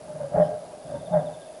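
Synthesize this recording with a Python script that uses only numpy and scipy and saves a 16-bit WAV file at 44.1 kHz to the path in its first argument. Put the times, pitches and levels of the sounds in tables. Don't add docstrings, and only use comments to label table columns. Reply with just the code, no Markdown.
import sys
import numpy as np
from scipy import signal
from scipy.fft import rfft, irfft
from scipy.io import wavfile
from scipy.ndimage import uniform_filter1d

SR = 44100
rng = np.random.default_rng(int(sys.argv[2]) if len(sys.argv) > 2 else 0)


def rack_gain(trim_db):
    fader = np.asarray(trim_db, float)
    return 10 ** (fader / 20)


def to_wav(s):
    ch = np.atleast_2d(s).T
    pcm = np.round(np.clip(ch, -1, 1) * 32767)
    wavfile.write(sys.argv[1], SR, pcm.astype(np.int16))


N = 70560

# [f/Hz, density/dB per Hz]
NIGHT_SPECTRUM = [(20, -31), (120, -22.5), (330, -13.5), (500, -11), (900, -20.5), (1500, -30),
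                  (2500, -30.5), (11000, -33.5)]
# [t/s, level/dB, mouth opening/dB, chest rumble/dB]
BREATH_EFFORT = [(0, -57.5, 9.5, 9), (0.089, -55.5, 8, 8.5), (.22, -43.5, 4.5, 3), (0.304, -52, 5, 3),
                 (.34, -33, -2.5, -6.5), (.385, -25, -3.5, -3.5), (.44, -32.5, -2, -5.5),
                 (.53, -39, -1.5, -2), (.62, -50, 3, -0.5), (0.841, -50, 1, -2), (.95, -46, 7.5, 10),
                 (1.03, -54, 8, 10.5), (1.114, -38.5, -3, -10), (1.141, -31.5, 1.5, -2.5),
                 (1.18, -32, 2.5, -7), (1.23, -39.5, -1, 1.5), (1.3, -41, -1, -2.5), (1.42, -60, 9, 5)]
# [f/Hz, width/Hz, level/dB]
THROAT_RESONANCES = [(428, 33, -15.5), (531.4, 75, -8.5), (565, 30, -6), (652, 29, -5.5), (718, 61, -5),
                     (816.6, 43, -9)]
# [f/Hz, width/Hz, level/dB]
OPEN_MOUTH_RESONANCES = [(954, 47, -18.5), (1121, 150, -20), (1394, 220, -24), (1606, 71, -21),
                         (1893, 320, -27)]
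# [f/Hz, width/Hz, level/dB]
WINDPIPE_RESONANCES = [(40.3, 46, -41), (80, 66, -14.5), (160, 66, -8.5), (284.5, 64, -12.5)]
# [t/s, length/s, peak level/dB]
WHEEZE_BURST = (0.408, 0.085, -59.5)
# [f/Hz, width/Hz, level/dB]
WHEEZE_RESONANCES = [(3270, 500, 0), (5300, 350, -3)]
# [t/s, length/s, peak level/dB, f/Hz]
AIRWAY_WHISTLES = [(0.069, .06, -47, 860), (.18, 0.084, -50.5, 900), (.39, 0.056, -38, 436),
                   (.49, .07, -39, 436), (1.225, 0.052, -50, 980), (.93, 0.071, -42, 925),
                   (1.115, 0.061, -27, 840), (.435, 0.024, -55.5, 3020), (0.58, 0.042, -59, 1300),
                   (1.38, 0.085, -55, 1620)]
# [t/s, length/s, peak level/dB, f/Hz]
CHEST_FLAPS = [(.088, 0.032, -40, 160), (.132, 0.044, -38, 152), (.172, 0.032, -44.5, 160),
               (.208, 0.06, -36, 137), (.248, 0.043, -41, 147), (.315, 0.016, -39, 150.1),
               (.342, 0.027, -26.5, 171.2), (.372, 0.075, -22, 171.7), (.442, 0.038, -28.5, 160),
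               (.478, 0.036, -38, 172.3), (.525, 0.026, -39, 147.7), (.845, 0.031, -40.5, 150.6),
               (.888, 0.031, -40, 160), (.934, 0.043, -37, 146), (.972, 0.059, -38.5, 143),
               (1.035, .035, -47, 141.8), (1.075, 0.0338, -42.5, 180.7), (1.108, 0.029, -27.5, 171.3),
               (1.126, 0.056, -24, 175), (1.158, 0.052, -22.5, 160), (1.205, 0.026, -33.5, 153.8),
               (1.238, 0.063, -36.5, 166.8), (1.29, 0.064, -48, 153)]
# [t/s, length/s, peak level/dB, f/Hz]
MOUTH_FLAPS = [(.092, 0.034, -31, 606), (.12, 0.026, -31.5, 603.7), (.158, 0.024, -29, 609.9),
               (.198, 0.034, -28, 590.4), (.23, .03, -25.5, 565), (.258, 0.035, -33.5, 557),
               (.318, 0.026, -28.5, 597.3), (.34, 0.027, -19, 610.5), (.377, .014, -11.5, 629),
               (.398, 0.017, -11.5, 606), (.411, .03, -10.5, 605), (.438, 0.023, -24.5, 585.3),
               (.485, 0.03, -31.5, 610.1), (.503, 0.027, -29.5, 609.9), (.53, 0.059, -32.5, 611),
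               (.877, 0.034, -36.5, 600.8), (.918, 0.018, -27, 595.4), (.94, 0.023, -26.5, 571.7),
               (.956, .028, -30.5, 569), (1.025, 0.055, -36, 565), (1.07, 0.027, -35, 619.2),
               (1.115, 0.023, -24.5, 624), (1.135, 0.017, -14.5, 616.5), (1.15, 0.035, -13.5, 610),
               (1.182, .026, -23.5, 587.4), (1.22, 0.039, -33.5, 611), (1.265, 0.044, -29.5, 609),
               (1.36, 0.054, -35, 605.3), (1.472, 0.038, -40, 610.3)]
# [t/s, peak level/dB]
BIRD_NOTES = [(.805, -66), (.85, -60.5), (.895, -58.5), (.94, -57), (.988, -57), (1.052, -52.5),
              (1.118, -55), (1.185, -54), (1.255, -53), (1.327, -53), (1.402, -54), (1.45, -60),
              (1.53, -62.5)]
# [t/s, peak level/dB]
FROG_PIPS = [
    (1.001, -64),
    (1.328, -60),
    (1.479, -56),
]

NIGHT_DB = -49.5
BOX_HZ, BOX_WIDTH_HZ, BOX_DB = 613.7, 32, -48.5
BOX_SKIRT_WIDTH_HZ, BOX_SKIRT_DB = 213, -1.5
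CHORUS_HZ, CHORUS_WIDTH_HZ, CHORUS_DB = 4800, 260, -69.5
STROKE_RATE_HZ, STROKE_FIRST_S, STROKE_WIDTH_S = 100.316, .0037, 0.00038
TICK_HZ, TICK_EDGE_HZ, TICK_DB = 10176, 10878, -47
TAIL_HZ, TAIL_LAG_S, TAIL_DB = 8972, 0.00025, -54.5
GRASS_DB = -14.5
RATTLE_HZ, RATTLE_DB = 70.11, 1.5
FLAP_WOBBLE_RAD = .3
SLOPE_ECHO_DB, SLOPE_T60_S = -18, .6
NOTE_S, NOTE_HZ, NOTE_FALL = .033, 3710, .16
PIP_S, PIP_HZ, PIP_FALL = .013, 2640, .03
LEAVES_DB = -7
LIMIT, TOP_HZ = .6, 10990


def level(x, db):
    return x * rack_gain(db) / np.sqrt(np.mean(x ** 2))


def ring(x, hz, width):
    return signal.lfilter(*signal.iirpeak(hz, hz / width, SR), x)


def walk(rate):
    hold = int(SR / rate)
    steps = rng.standard_normal(N)[np.arange(N) // hold]
    return 1.31 * uniform_filter1d(uniform_filter1d(steps, hold), hold)


def swell(start, length, db, edge, lean):
    passed = np.clip((np.arange(N) / SR - start) / length, 0, 1)
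    arch = np.maximum(np.sin(np.pi * passed ** lean), 0)
    return rack_gain(db) * arch ** edge, passed


def tones(rows, sag):
    out = np.zeros(N)
    turns = rng.random(len(rows))
    for (start, length, db, hz), turn in zip(rows, turns):
        size, passed = swell(start, length, db, .8, 1)
        cycles = hz * length * (passed - sag * passed ** 3 / 3)
        out += size * np.sin(2 * np.pi * (turn + cycles))
    return out


def smear(x, t60, rise):
    t = np.arange(N // 2) / SR
    tail = rng.standard_normal(len(t)) * rack_gain(-60 * t / t60) * np.clip(t / rise, 0, 1)
    return signal.fftconvolve(x, tail / np.sqrt(np.sum(tail ** 2)))[:N]


def night_air():
    f = np.maximum(np.arange(N // 2 + 1) * SR / N, 1)
    hz, db = np.array(NIGHT_SPECTRUM).T
    gain = rack_gain(np.interp(np.log(f), np.log(hz), db))
    return level(irfft(rfft(rng.standard_normal(N)) * gain, N), NIGHT_DB)


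def microphone_box():
    push = rng.standard_normal(N)
    skirt = ring(ring(push, BOX_HZ, BOX_SKIRT_WIDTH_HZ), BOX_HZ, BOX_SKIRT_WIDTH_HZ)
    hum = ring(skirt, BOX_HZ, BOX_WIDTH_HZ)
    return level(hum, BOX_DB) + level(skirt, BOX_DB + BOX_SKIRT_DB)


def insect_chorus():
    chorus = ring(rng.standard_normal(N), CHORUS_HZ, CHORUS_WIDTH_HZ)
    return level(chorus * rack_gain(1.5 * walk(25)), CHORUS_DB)


def katydid():
    t = np.arange(N) / SR

    def gate(lag):
        cycle = (t - STROKE_FIRST_S - lag) * STROKE_RATE_HZ
        offset = ((cycle + .5) % 1 - .5) / STROKE_RATE_HZ
        return np.exp(-.5 * (offset / STROKE_WIDTH_S) ** 2)

    def tone(hz, wander):
        return np.sin(2 * np.pi * hz * t + wander)

    drift = 1.2 * walk(6) + .7 * walk(150)
    edge = 0.59 * tone(TICK_EDGE_HZ, drift + 1.9 * walk(98))
    tick = rack_gain(TICK_DB) * gate(0) * (tone(TICK_HZ, drift) + edge)
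    tail = rack_gain(TAIL_DB) * gate(TAIL_LAG_S) * tone(TAIL_HZ, drift + .8 * walk(100))
    strokes = (tick + tail) * rack_gain(1.2 * walk(120))
    return strokes + rack_gain(GRASS_DB) * smear(strokes, .06, .003)


def breath():
    t, db, opening, rumble = np.array(BREATH_EFFORT).T
    air = rng.standard_normal(N) * rack_gain(RATTLE_DB * walk(RATTLE_HZ))

    def curve(points):
        return rack_gain(np.interp(np.arange(N) / SR, t, points))

    def resonate(rows):
        out = np.zeros(N)
        for k, (hz, width, gain) in enumerate(rows):
            wide = 1.58 * width
            out += (-1) ** k * level(ring(ring(air, hz, wide), hz, wide), gain)
        return out

    mouth = curve(opening) * resonate(OPEN_MOUTH_RESONANCES)
    chest = curve(rumble) * resonate(WINDPIPE_RESONANCES)
    wheeze = swell(*WHEEZE_BURST, 0.5, 0.54)[0] * resonate(WHEEZE_RESONANCES)
    return curve(db) * (resonate(THROAT_RESONANCES) + mouth + chest) + wheeze


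def airway_whistles():
    return tones(AIRWAY_WHISTLES, 0.0098)


def cavity(rows, edge, lean):
    start, length, _, hz = np.array(rows).T
    power = sum(swell(s, d, db, edge, lean)[0] ** 2 for s, d, db, _ in rows)
    size = uniform_filter1d(np.sqrt(power), size=110)
    pitch = np.interp(np.arange(N) / SR, start + length / 2, hz)
    phase = 2 * np.pi * np.cumsum(pitch) / SR
    flutter = rack_gain(0.62 * walk(hz.mean() / 4.5))
    return size * flutter * np.sin(phase + FLAP_WOBBLE_RAD * walk(hz.mean() / 6))


def cat():
    chest = cavity(CHEST_FLAPS, edge=1.0, lean=.75)
    mouth = cavity(MOUTH_FLAPS, edge=.6, lean=.75)
    voice = breath() + airway_whistles() + chest + mouth
    return voice + rack_gain(SLOPE_ECHO_DB) * smear(voice, SLOPE_T60_S, .12)


def bird():
    return tones([(t, NOTE_S, db, NOTE_HZ) for t, db in BIRD_NOTES], NOTE_FALL)


def frog():
    return tones([(t, PIP_S, db, PIP_HZ) for t, db in FROG_PIPS], PIP_FALL)


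def through_leaves(song):
    return song * rack_gain(walk(150)) + rack_gain(LEAVES_DB) * smear(song, .3, .02)


def scene():
    night = night_air() + microphone_box() + insect_chorus()
    return (night + katydid() + cat() + through_leaves(bird() + frog()))[None]


def top_cut(x):
    return signal.sosfilt(signal.butter(12, 12230, fs=SR, output="sos"), x)


def record(dry):
    rounded = LIMIT * np.tanh(dry / LIMIT)
    lowpass = signal.ellip(10, .2, 60, TOP_HZ, fs=SR, output="sos")
    return top_cut(signal.sosfilt(lowpass, rounded))


dry = scene()
out = record(dry)
to_wav(out)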